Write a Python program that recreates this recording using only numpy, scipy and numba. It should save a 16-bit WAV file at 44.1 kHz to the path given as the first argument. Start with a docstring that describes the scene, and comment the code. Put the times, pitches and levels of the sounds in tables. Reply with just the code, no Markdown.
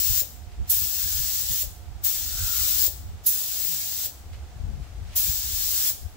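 """A bright hiss is already running: a compressed-air paint gun, making the first of five passes over a helmet.
Each later pull opens with a spit; the hiss, filtered noise, gets softer and duller when the gun swings away.
The jet glances off the helmet with a hollow rush, the trigger clunks back, and the workshop echoes.
Between pulls, overalls and hose brush past and air leaks from the gun; a low puff and one soft thud sound.
Behind it all an extraction fan rushes and hums, and its draught, bass noise in gusts, buffets a phone's two ports."""
import sys
import numpy as np
from scipy import signal
from scipy.fft import rfft, irfft
from scipy.io import wavfile
from scipy.ndimage import uniform_filter1d
from numba import njit

SR = 44100
rng = np.random.default_rng(int(sys.argv[2]) if len(sys.argv) > 2 else 0)


def master_out(mix):
    """Clip the mix to full scale and print it as 16-bit PCM to the path in sys.argv[1]."""
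    frames = np.transpose(np.atleast_2d(mix))
    ceiling = np.clip(frames, -1, 1)
    pcm = np.round(ceiling * 32767).astype(np.int16)
    wavfile.write(sys.argv[1], SR, pcm)


N = 271656
T = np.arange(N) / SR  # time of every sample, in seconds

# Trigger pulls: start_s, stop_s, spit_db (blast of stored pressure), jet_db (level of the hiss)
TRIGGER_PULLS = [(-.3, 0.206, -50, -29.5), (0.692, 1.625, -13, -31), (2.037, 2.867, -25, -28),
                 (3.258, 4.06, -11, -32.5), (5.155, 5.899, -23, -28.5)]


def valve(close_s=0.021, leak_db=-10):
    """Air flow: the valve leaks as the trigger takes up, more under high pressure, opens fast, then fades shut."""
    open_s, leak_s = 0.026, 0.032
    flow = 0
    for start, stop, spit_db, _ in TRIGGER_PULLS:
        leak_growth = np.clip((T - start + leak_s) / leak_s * 1.26, 0, 1) ** 2  # full just before the start
        leak = undb(leak_db + spit_db / 2) * leak_growth
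        opening = np.clip((T - start) / open_s + 0.5, 0, 1) ** 2
        closing = np.exp(-np.maximum(T - stop, 0) / close_s)
        flow = flow + np.maximum(leak, opening) * closing
    return flow


# Colour of the hiss at the two microphone ports; the left one rings near 8 and 15.5 kHz:
# pitch_hz, left_db, right_db (relative levels)
JET_COLOUR = [(600, -28.7, -28.3), (1000, -25.1, -25.9), (1500, -14.5, -14.5), (2400, -13.0, -13.2),
              (3600, -3.1, -6.3), (5800, -0.0, -1.9), (6800, 0.1, -1.5), (7800, 3.2, -1.2),
              (8600, -5.5, -5.2), (9500, -10.5, -5.0), (11200, -5.9, -2.2), (13000, 0.2, 1.1),
              (14500, 7.8, 0.5), (15500, 14.7, 0.0)]
# The gun swings away from the phone and back: middle_s, loss_db, half_length_s
GUN_SWINGS = [(0.91, 2, 0.085), (1.454, 2, 0.046), (2.286, 5.5, 0.23), (3.487, 1.5, 0.11), (3.92, 2, 0.15),
              (5.453, 4.5, 0.19)]
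# Treble level over the body, left minus right, and extra treble loss for each dB that a swing takes
TREBLE_DB, TREBLE_PAN_DB, BEAMING = 11, 11.5, 0.61
# Air flows before the paint starts and after it stops, so each pull starts and ends brighter
BRIGHT_START_DB, BRIGHT_START_S, BRIGHT_END_DB, BRIGHT_END_S = 6, 0.12, 2, 0.057


def jet(flow, beam_wander_db=2.5):
    """Turbulent hiss from the air cap; its treble is beamed, so it fades most as the gun swings away."""
    level_db, dry_db = np.zeros((2, N))
    for start, stop, _, jet_db in TRIGGER_PULLS:
        level_db = np.where(T > start, jet_db, level_db)
        bright_start = (T > start) * np.exp(-np.abs(T - start) / BRIGHT_START_S)
        dry_db = dry_db + BRIGHT_START_DB * bright_start + BRIGHT_END_DB * bump(stop, BRIGHT_END_S)
    away_db = sum(loss_db * bump(s, half_s) for s, loss_db, half_s in GUN_SWINGS)
    treble_db = TREBLE_DB - BEAMING * away_db + dry_db

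    # the plume is wide, so part of its noise differs from port to port
    air = glance(rng.standard_normal(N), share=0.99) + 1.08 * rng.standard_normal((2, N))
    colours = np.array(JET_COLOUR)
    air = np.array([colour(air[c], colours[:, [0, c + 1]]) for c in range(2)])
    _, air = split(air, 600)  # a narrow jet has no bass
    body, treble = split(air, 8600)
    treble = np.array([unit(side) for side in treble])
    beam = treble * undb(treble_db) * pan(TREBLE_PAN_DB + beam_wander_db * walk(9.7))

    # paint tearing into droplets makes the hiss flutter
    flutter = undb(0.33 * walk(35) + 0.37 * walk(300))
    return (unit(body) + beam) * undb(level_db - away_db) * flow * flutter


def glance(x, share, count=6, drift_s=0.0011):
    """Helmet, table and painter return echoes along slowly changing paths; each port hears its own."""
    ports = []
    for _ in range(2):
        lags_s = rng.uniform(0.005, 0.025, count)
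        echoes = sum(np.interp((T - lag - drift_s * walk(1.5)) % T[-1], T, x) for lag in lags_s)
        ports.append(echoes * share)
    direct = np.array([x, np.roll(x, 2)])  # the gun is nearer the left port
    return np.array(ports) + direct


# Colour of the opening spit: pitch_hz, level_db (relative)
SPIT_COLOUR = [(1000, -46), (3000, -22), (6000, -5.5), (8000, -9), (8700, -6), (10500, -2), (12000, 5.5),
               (15700, 4)]


def spit(decay_s=0.034, pan_db=-5):
    """The pressure stored in the hose escapes first, in a short bright blast."""
    rise_s, hold_s = 0.009, 0.014  # the hold counts from the start of the pull
    blast, lag_s = 0, np.zeros(N)
    for start, _, spit_db, _ in TRIGGER_PULLS:
        age = np.maximum(T - start, 0)
        rise = np.minimum(age / rise_s, 1) ** 1.4
        blast = blast + undb(spit_db) * rise * np.exp(-np.maximum(age - hold_s, 0) / decay_s)
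        lag_s = np.where(T > start, 0.000272 + 0.0004 * age, lag_s)
    air = stereo_noise(alike_hz=3000)
    # a grazing echo arrives later and later, so its colouring slides down the blast
    echo = np.array([np.interp(T - lag_s, T, side) for side in air])
    return unit(colour(air + 0.5 * echo, SPIT_COLOUR)) * blast * pan(pan_db)


# The jet blows across the hollow shell: middle_s, level_db (at full flow), half_length_s, pitch_hz
SHELL_RUSHES = [(.05, -66, .2, 1650), (1.14, -57, .22, 1620), (2.488, -48.5, 0.24, 1361),
                (5.8, -65, 0.13, 1520)]


def shell(flow, width_hz=270, wander=0.035):
    """A hollow rush where the jet strikes the helmet; its pitch shifts with the spot that is hit."""
    slow = signal.butter(2, width_hz / 2, fs=SR, output="sos")
    swirl = signal.sosfilt(slow, stereo_noise(alike_hz=90) + 1j * stereo_noise(alike_hz=90))
    turn = 2j * np.pi * np.cumsum(1 + wander * walk(7)) / SR
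    rush = 0
    for s, db, half_s, hz in SHELL_RUSHES:
        narrow = unit(np.real(swirl * np.exp(hz * turn)))  # slow noise moved up around the resonance
        rush = rush + narrow * undb(db) * bump(s, half_s)
    return rush * flow * undb(2 * walk(24.2))


# The trigger snaps back: start_s, level_db
TRIGGER_CLUNKS = [(.219, -33), (1.634, -36), (2.879, -32.5), (4.069, -40), (5.906, -39)]
# Ringing tones of the gun and its paint cup: pitch_hz, level_db (relative), t60_s (time to fall 60 dB)
GUN_TONES = [(310, -1, 0.019), (420, -4, .04), (515, 1.5, 0.046), (574, 1.5, 0.094), (860, -14, 0.045),
             (1630, -20, 0.018)]


def trigger(rattle_db=-7, rattle_decay_s=0.044):
    """The needle seats with a dull knock; the loose lever rattles on briefly and rings the gun and cup."""
    hits, t = np.zeros(N), T[:SR // 4]
    ring = sum(undb(db - 60 * t / t60) * np.sin(2 * np.pi * hz * t) for hz, db, t60 in GUN_TONES)
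    ring = ring / np.max(np.abs(ring))
    for s, db in TRIGGER_CLUNKS:
        hits[int(s * SR)] += undb(db)
        rattle_times_s = rng.uniform(0.00371, 0.05, size=6)
        for late, size in zip(rattle_times_s, rng.standard_normal(size=6)):
            hits[int((s + late) * SR)] += undb(db + rattle_db) * size * np.exp(-late / rattle_decay_s)
    return np.tile(signal.fftconvolve(hits, ring)[:N], (2, 1))


# Brushes of overalls and hose, and a leak of air from the gun just before the last pull:
# peak_s, level_db, rise_s, decay_s
BRUSHES_AND_LEAK = [(.52, -57, .03, .06), (.66, -53.5, 0.022, 0.037), (4.335, -51, 0.0088, 0.051),
                    (4.83, -55, .008, 0.06), (5.14, -48.5, 0.062, 0.038)]


def brushes_and_leak():
    """Short grainy swells of mid-pitched noise: overalls and hose brush, then air leaks before the last pull."""
    swell = 0
    for s, db, rise_s, decay_s in BRUSHES_AND_LEAK:
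        swell = swell + undb(db) * np.exp(-np.maximum((s - T) / rise_s, (T - s) / decay_s))
    grains = undb(walk(290))
    return unit(band(stereo_noise(alike_hz=1500), 1600, 4200, order=1) * grains) * swell


# A low puff of draught on the ports, then one soft low thud:
# start_s, pitch_hz, level_db (before the rise and decay), decay_s
PUFF_AND_THUD = [(1.498, 121, -30, 0.028), (3.689, 166.5, -42.5, 0.049)]


def puff_and_thud(rise_s=0.0072):
    """A puff of draught and a soft thud, each a low tone that swells and dies within a few cycles."""
    out = 0
    for s, hz, db, decay_s in PUFF_AND_THUD:
        age = np.maximum(T - s, 0)
        swell = (1 - np.exp(-age / rise_s)) * np.exp(-age / decay_s)
        out = out + undb(db) * np.sin(2 * np.pi * hz * age) * swell
    return out


# Colour of the fan's rush: pitch_hz, level_db (relative, per Hz)
FAN_COLOUR = [(30, -26), (80, 13), (150, 1), (250, -2), (450, -3.5), (750, -5), (1050, -8.5), (1250, -7.5),
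              (2000, -11), (4000, -12.5), (8000, -15), (8800, -21), (13500, -22), (15500, -19.5)]
FAN_DB, FAN_LINE_HZ, FAN_LINE_DB = -51, 715.4, -66  # the rush, then the blade tone


def fan(duct_db=-64):
    """Steady rush of the extractor; a wavering blade tone sits in a resonance of the duct."""
    rush = unit(colour(stereo_noise(alike_hz=960), FAN_COLOUR)) * undb(FAN_DB + 0.5 * walk(2.07))
    duct = unit(band(stereo_noise(alike_hz=1200), 668, 855)) * undb(duct_db)
    phase = 2 * np.pi * np.cumsum(FAN_LINE_HZ * (1 + 0.00294 * walk(12))) / SR
    waver = undb(2.5 * walk(22))
    blade_tone = unit(np.sin(phase) * waver) * undb(FAN_LINE_DB)
    return rush + duct + blade_tone


# The underlying draught, which drifts from the right port to the left after a lull:
# time_s, level_db, left_minus_right_db
DRAUGHT_COURSE = [(0, -41.5, -12), (.45, -40.5, -6), (.9, -42, -2), (1.9, -44.5, -3), (2.8, -37.5, -3),
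                  (3.15, -45, -1), (3.32, -50, -7), (4.0, -46, 0), (4.6, -46, 4), (5.6, -38, 0),
                  (6.16, -48.5, -2)]
# Gusts that thump on the ports: middle_s, level_db, half_length_s, left_minus_right_db,
# fine_db (share of fine eddies)
DRAUGHT_GUSTS = [(0.115, -25.5, 0.016, -16, -17), (0.613, -25.5, 0.033, -7, -14.5),
                 (0.826, -37, 0.049, 8, -14), (1.055, -33.5, 0.016, -15, -14), (1.185, -32, 0.077, -4, -17),
                 (1.515, -27, 0.016, -4, -14), (1.663, -37.5, 0.025, 19, -25),
                 (1.917, -38, 0.089, -11, -21), (2.348, -32, 0.027, 7, -17), (2.432, -27.5, 0.042, -4, -17),
                 (2.616, -37.5, 0.033, -17, -28), (3.108, -34, 0.076, -4, -15),
                 (4.373, -37, 0.097, -8, -27), (4.67, -31, 0.098, 9.5, -9.5), (4.801, -30, 0.032, 9, -10.5),
                 (5.015, -36.5, 0.087, 12, -17), (5.294, -28, 0.014, 5, -9), (6.049, -35, 0.026, 22.5, -32)]
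# Colour of the buffeting: pitch_hz, level_db (relative, per Hz)
BUFFET_COLOUR = [(15, -20), (30, 0), (50, 1.5), (66, 10), (90, 2.5), (130, -18.5), (200, -31.5), (400, -38),
                 (1000, -76)]


def draught(fine_db=-17, unrest_db=3.0):
    """Eddies thump on the ports as bass noise; some gusts break into finer, higher ones."""
    level_db, pan_db = curves(DRAUGHT_COURSE)
    unrest = unrest_db * np.array([walk(11), walk(13)])
    power = (undb(level_db + unrest) * pan(pan_db)) ** 2
    fine_power = power * undb(fine_db) ** 2
    for s, db, half_s, side_db, share_db in DRAUGHT_GUSTS:
        gust = undb(db) * bump(s, half_s) * pan(side_db)
        power = power + gust ** 2
        fine_power = fine_power + (gust * undb(share_db)) ** 2
    eddies = even(colour(stereo_noise(alike_hz=40.4), BUFFET_COLOUR))
    fine = even(band(stereo_noise(alike_hz=60), 81, 161.6))
    return eddies * np.sqrt(power) + fine * np.sqrt(fine_power)


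def even(x):
    """Level out the noise's own swells, so that the gusts set the level."""
    return x / np.sqrt(uniform_filter1d(x ** 2, SR // 15, axis=1))


ROOM_T60_S, ROOM_TREBLE_T60_S, ROOM_DB = 0.55, 0.21, -12


def room(x, wet_db):
    """Bare walls: a diffuse tail of fading noise whose top treble dies sooner."""
    t = T[:SR]
    low, high = split(rng.standard_normal((2, SR)), 14000)
    tail = low * undb(-60 * t / ROOM_T60_S) + high * undb(-60 * t / ROOM_TREBLE_T60_S)
    tail = tail * (t > 0.006)  # the walls answer after 6 ms
    tail /= np.sqrt(np.sum(tail ** 2, axis=1, keepdims=True))
    echo = signal.fftconvolve(x, tail, axes=1)[:, :N]
    return (x + undb(wet_db) * echo) / np.sqrt(1 + undb(2 * wet_db))


def undb(db):
    """Decibels to gain."""
    return 10 ** (np.asarray(db) / 20)


def unit(x):
    """Scale to an rms (average strength) of 1."""
    return x / np.sqrt(np.mean(x ** 2))


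def bump(s, half_s):
    """A smooth rise and fall around a moment, 0-1."""
    return np.exp(-((T - s) / half_s) ** 2)


def pan(db):
    """Left and right gains for a level difference, left minus right."""
    return undb(np.vstack([db, -db]) / 2)


def curves(rows):
    """Each column of a table as a line through time; the first column holds the times."""
    s, *columns = np.transpose(rows)
    return [np.interp(T, s, c) for c in columns]


def walk(rate):
    """Smooth random drift with a spread of about 1, moving to a new value `rate` times a second."""
    k = max(int(SR / rate), 1)
    steps = np.repeat(rng.standard_normal(N // k + 1), k)[:N]
    return unit(uniform_filter1d(uniform_filter1d(steps, k), k))


def stereo_noise(alike_hz):
    """Noise that is the same at both ports in the bass and unrelated in the treble."""
    mid, side = rng.standard_normal((2, N))
    f = np.fft.rfftfreq(N, 1 / SR)
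    likeness = 1 / (1 + (f / alike_hz) ** 2)
    mid = irfft(rfft(mid) * np.sqrt(1 + likeness), N)
    side = irfft(rfft(side) * np.sqrt(1 - likeness), N)
    return unit(np.array([mid + side, mid - side]))


def colour(x, rows):
    """Filter by a spectrum of (Hz, dB) points."""
    hz, db = np.transpose(rows)
    f = np.maximum(np.fft.rfftfreq(N, 1 / SR), 1)
    gain_db = np.interp(np.log(f), np.log(hz), db)
    return irfft(rfft(x) * undb(gain_db), N)


def band(x, lo_hz, hi_hz, order=2):
    """Keep mainly the pitches between two limits."""
    sos = signal.butter(order, [lo_hz, hi_hz], "band", fs=SR, output="sos")
    return signal.sosfilt(sos, x)


def split(x, hz):
    """The parts below and above a frequency; they sum to the whole."""
    size = x.shape[-1]
    f = np.fft.rfftfreq(size, 1 / SR)
    low = irfft(rfft(x) / (1 + (f / hz) ** 8), size)
    return low, x - low


@njit
def follow(x, attack, release):
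    """An envelope that rises fast and sinks slowly."""
    out, e = np.empty(len(x)), 0.
    for i in range(len(x)):
        e += (x[i] - e) * (attack if x[i] > e else release)
        out[i] = e
    return out


def scene():
    """Gun and painter in the room, over a puff, a thud, the fan and its draught."""
    flow = valve()
    gun = room(jet(flow) + spit() + shell(flow), wet_db=ROOM_DB)
    handling = room(trigger() + brushes_and_leak(), wet_db=-13.5)
    return gun + handling + puff_and_thud() + fan() + draught()


TOP_HZ = 15740


def record(dry, knee_db=-20, attack_s=0.005, release_s=0.81, squeeze=0.17):
    """The phone turns its gain down on loud sounds, recovers slowly and cuts the top treble."""
    loudness = np.sqrt(np.abs(uniform_filter1d(np.mean(dry ** 2, axis=0), SR // 200)))
    held = follow(loudness, 1 / (attack_s * SR), 1 / (release_s * SR))
    gain = np.maximum(held / undb(knee_db), 1) ** -squeeze
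    top_cut = signal.ellip(16, 0.2, 60, TOP_HZ, fs=SR, output="sos")
    return signal.sosfilt(top_cut, dry * gain)


dry = scene()
out = record(dry)
master_out(out)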